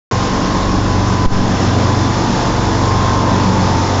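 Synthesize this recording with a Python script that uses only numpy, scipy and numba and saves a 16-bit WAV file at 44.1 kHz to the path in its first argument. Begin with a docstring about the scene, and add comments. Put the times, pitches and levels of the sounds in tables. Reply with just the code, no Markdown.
"""A decanter centrifuge runs at full speed, heard a step away: its unbalanced bowl makes the frame hum.
The drive's whine, modulated by each turn, carries sidebands spaced at the bowl rate.
Behind them the electric motor adds steady tones, and turbulent air and sludge roar and hiss.
Two low thumps of pressure strike the hand-held microphone; the first briefly pushes its limiter down."""
import sys
import numpy as np
from scipy import signal
from scipy.fft import rfft, irfft
from scipy.io import wavfile
from scipy.ndimage import uniform_filter1d
from numba import njit

SR = 44100
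rng = np.random.default_rng(int(sys.argv[2]) if len(sys.argv) > 2 else 0)


def generate_wav(signal):
    """Clip the signal to [-1, 1] and save it as 16-bit WAV at the path in sys.argv[1]."""
    frames = np.transpose(np.atleast_2d(signal))
    scaled = np.clip(frames, -1, 1) * 32767
    pcm = np.round(scaled).astype(np.int16)
    wavfile.write(sys.argv[1], SR, pcm)


N = 176400

BOWL_HZ, WHINE_HZ, TOP_HZ = 47.22, 1011.0, 7500


def undb(db):
    return 10 ** (np.asarray(db) / 20)


def times():
    return np.arange(N) / SR


def curve(rows, column=1):
    """Linear interpolation of one table column over time."""
    rows = np.array(rows, float)
    return np.interp(times(), rows[:, 0], rows[:, column])


def walk(rate_hz):
    """Low-pass noise of unit variance: random steps, smoothed twice."""
    hold = int(SR / rate_hz)
    steps = np.repeat(rng.standard_normal(N // hold + 2), hold)[rng.integers(hold):]
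    smooth = uniform_filter1d(uniform_filter1d(steps, hold), hold)[:N]
    return (smooth - smooth.mean()) / smooth.std()


def tone(cycles, rms_db, waver, rate_hz):
    """Interference with reflections, taken as a random phasor, varies a partial's amplitude and phase."""
    path = (1 + waver * (walk(rate_hz) + 1j * walk(rate_hz))) / np.sqrt(1 + 2 * waver ** 2)
    phasor = np.exp(2j * np.pi * (cycles + rng.random()))
    return np.sqrt(2) * undb(rms_db) * np.real(path * phasor)


def microphone_thumps():
    """Pressure transients from a puff of air or the hand: each a slow push with a shallow rebound."""
    # pushes on the microphone: start_s, level_db
    pushes = [(1.259, 7), (1.391, -8)]
    rise_s, decay_s, rebound_s = .018, .02, .065
    out = 0
    for start_s, level_db in pushes:
        age = np.maximum(times() - start_s, 0)
        push = (1 - np.exp(-age / rise_s)) * np.exp(-age / decay_s)
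        rebound = age ** 2 * np.exp(-2 * age / rebound_s)
        out = out + undb(level_db) * (push / push.max() - .12 * rebound / rebound.max())
    return out


def turbulent_roar(turns):
    """Turbulence in air and sludge radiates broadband noise, coloured by resonances of the housing."""
    # spectral envelope of the turbulence: frequency_hz, relative_density_db
    envelope = [(20, -10), (60, -5), (110, -4), (160, -4.5), (200, -0.5), (270, -2), (360, -6.5),
                (520, -6.5), (620, -9), (790, -7.5), (950, -10), (1180, -12), (1370, -15.5), (1750, -17),
                (2400, -23), (3000, -23.5), (4000, -23), (5900, -23.5), (7200, -27.5), (7600, -39.5)]
    # peaks and a dip in the steel housing's response: centre_hz, width_hz, gain_db
    housing = [(3410, 79, 2), (3500, 160, 3), (3940, 60, -1), (5230, 260, 4), (5450, 60, 3)]
    # gains of the low roar, middle roar and hiss: time_s, low_db, middle_db, hiss_db
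    range_gains = [(.15, -3.5, -0.5, 0.5), (.45, 1, 0.5, 0.5), (.8, -1, -1, -1), (1.22, -2, -0.5, -0.9),
                   (1.42, -1.5, -1.5, -1.5), (1.55, 1.5, 0.5, .8), (1.8, 2, 1, 0), (2.1, -.5, 0, .5),
                   (2.38, 0, 1.1, 1.8), (2.55, 0, -0.2, 0.2), (3.1, -0.5, .5, -0.1), (3.55, .5, .5, 0.5),
                   (4.0, -2, 1, 1)]
    low_below_hz, hiss_above_hz = 400, 2200
    base_db, swell_db, flicker_db = -17.5, .33, .71
    hz = np.maximum(np.arange(N // 2 + 1) * SR / N, 1)
    envelope_hz, density_db = np.array(envelope, float).T
    housing_db = sum(db / (1 + (2 * (hz - centre) / width) ** 2) for centre, width, db in housing)
    gain = undb(np.interp(np.log(hz), np.log(envelope_hz), density_db) + housing_db)
    gain *= (hz > 16) & (hz < TOP_HZ + 500)
    spectrum = rfft(rng.standard_normal(N)) * gain / np.sqrt(np.mean(gain ** 2))
    third_octave = np.floor(3 * np.log2(hz))
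    out = 0
    for band in np.unique(third_octave[gain > 0]):  # each band flickers alone; all swell together
        inside = third_octave == band
        centre_hz = hz[inside].mean()
        column = 1 + int(centre_hz > low_below_hz) + int(centre_hz > hiss_above_hz)
        band_db = curve(range_gains, column) + flicker_db * walk(22.12)
        out = out + irfft(spectrum * inside, N) * undb(band_db)
    turn_pulse = 1 + .041 * np.cos(2 * np.pi * turns)
    return out * undb(base_db + swell_db * walk(24)) * turn_pulse


def motor_tones():
    """Superposition: tones of motor, belt and mains beat against nearby harmonics of the bowl."""
    # steady partials: pitch_hz, level_db
    partials = [(24.8, -32), (118.8, -22.5), (181.3, -30), (270, -35.5), (296, -36.5), (300, -32),
                (784, -41)]
    return sum(tone(hz * times(), db, waver=.26, rate_hz=3.04) for hz, db in partials)


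def drive_whine(turns):
    """Modulation by each turn of the bowl splits the drive's whine into a carrier and sidebands."""
    # strong partials, whose levels shift as the microphone moves: time_s, level_db
    carrier_levels = [(.15, -34), (.55, -32.5), (.95, -26), (1.22, -22), (1.55, -33.5), (2.1, -25.5),
                      (2.3, -46), (2.55, -30), (3.4, -26.5), (4.0, -36)]
    upper_levels = [(.25, -25.5), (.5, -29), (.76, -25.5), (1.0, -44), (1.55, -36), (2.3, -38.5),
                    (2.48, -24.5), (2.7, -41.5), (2.88, -23.5), (3.3, -27.5), (3.6, -39.5), (4.0, -34)]
    lower_levels = [(.15, -45), (1.7, -43), (2.05, -32), (2.45, -31), (2.8, -32.5), (3.15, -27.5),
                    (3.6, -24), (4.0, -29)]
    # weak sidebands: offset_in_bowl_rates, relative_level_db
    sidebands = [(-4, -41), (-1, -35), (2, -36), (3, -44), (4, -38), (5, -41), (6, -46), (8, -46), (9, -48),
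                 (10, -48), (11, -46), (12, -49), (14, -47)]
    carrier = turns * WHINE_HZ / BOWL_HZ
    lower_db = curve(lower_levels)
    partials = [(-3, lower_db - 1), (-2, lower_db), (0, curve(carrier_levels)), (1, curve(upper_levels))]
    strong = sum(tone(carrier + k * turns, db, waver=.19, rate_hz=7) for k, db in partials)
    weak = sum(tone(carrier + k * turns, db + .5, waver=.44, rate_hz=4.97) for k, db in sidebands)
    return strong + weak


def bowl_hum(turns):
    """Forced vibration: unbalance shakes the frame at harmonics of the bowl rate, chiefly the second."""
    # strong harmonics, at one, two and four times the bowl rate: time_s, level_db
    fundamental = [(.15, -32), (.45, -24), (.85, -21.5), (1.5, -28), (1.7, -36), (2.2, -29), (2.85, -24.5),
                   (3.5, -32), (4.0, -35)]
    second = [(.15, -20.5), (.47, -28), (.65, -21), (1.0, -17), (1.45, -22), (1.7, -18), (2.05, -17.5),
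              (2.38, -35.5), (2.6, -20.5), (2.85, -18), (4.0, -18)]
    fourth = [(.15, -26.5), (.65, -23), (1.5, -22), (1.72, -38), (2.05, -41), (2.25, -24), (2.7, -26),
              (3.15, -36), (3.5, -16.5), (4.0, -38.5)]
    # weak harmonics: harmonic_number, relative_level_db
    overtones = [(3, -30), (5, -29), (6, -32), (7, -31), (8, -38), (9, -36), (11, -40), (14, -43),
                 (15, -42)]
    partials = [(1, fundamental), (2, second), (4, fourth)]
    strong = sum(tone(k * turns, curve(levels), waver=.04, rate_hz=3.4) for k, levels in partials)
    weak = sum(tone(k * turns, db + .5, waver=.3, rate_hz=3.46) for k, db in overtones)
    return strong + weak


def scene():
    """The pressures add; one slightly drifting rotation ties together hum, whine and the roar's pulse."""
    speed_hz = BOWL_HZ * (1 + .001196 * walk(1.962))
    turns = np.cumsum(speed_hz) / SR
    machine = bowl_hum(turns) + motor_tones() + drive_whine(turns) + turbulent_roar(turns)
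    return (machine + microphone_thumps())[None]


@njit
def peak_follower(x, decay):
    """Envelope detection with instant attack and exponential release."""
    out, peak = np.empty(len(x)), 0.
    for i in range(len(x)):
        peak = max(abs(x[i]), peak * decay)
        out[i] = peak
    return out


def record(dry):
    """Peak limiting, then band limiting of the microphone's signal, which opens after a brief silence."""
    ceiling, release_s, low_cut_hz, start_s = .7, .042, 4, .112
    peak = peak_follower(dry[0], np.exp(-1 / (release_s * SR)))
    limited = dry * uniform_filter1d(ceiling / np.maximum(peak, ceiling), size=44)
    high_pass = signal.butter(1, low_cut_hz, "high", fs=SR, output="sos")
    low_pass = signal.ellip(8, .2, 70, TOP_HZ, fs=SR, output="sos")
    gated = signal.sosfilt(high_pass, limited) * (times() > start_s)
    return signal.sosfilt(low_pass, gated)


dry = scene()
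out = record(dry)
generate_wav(out)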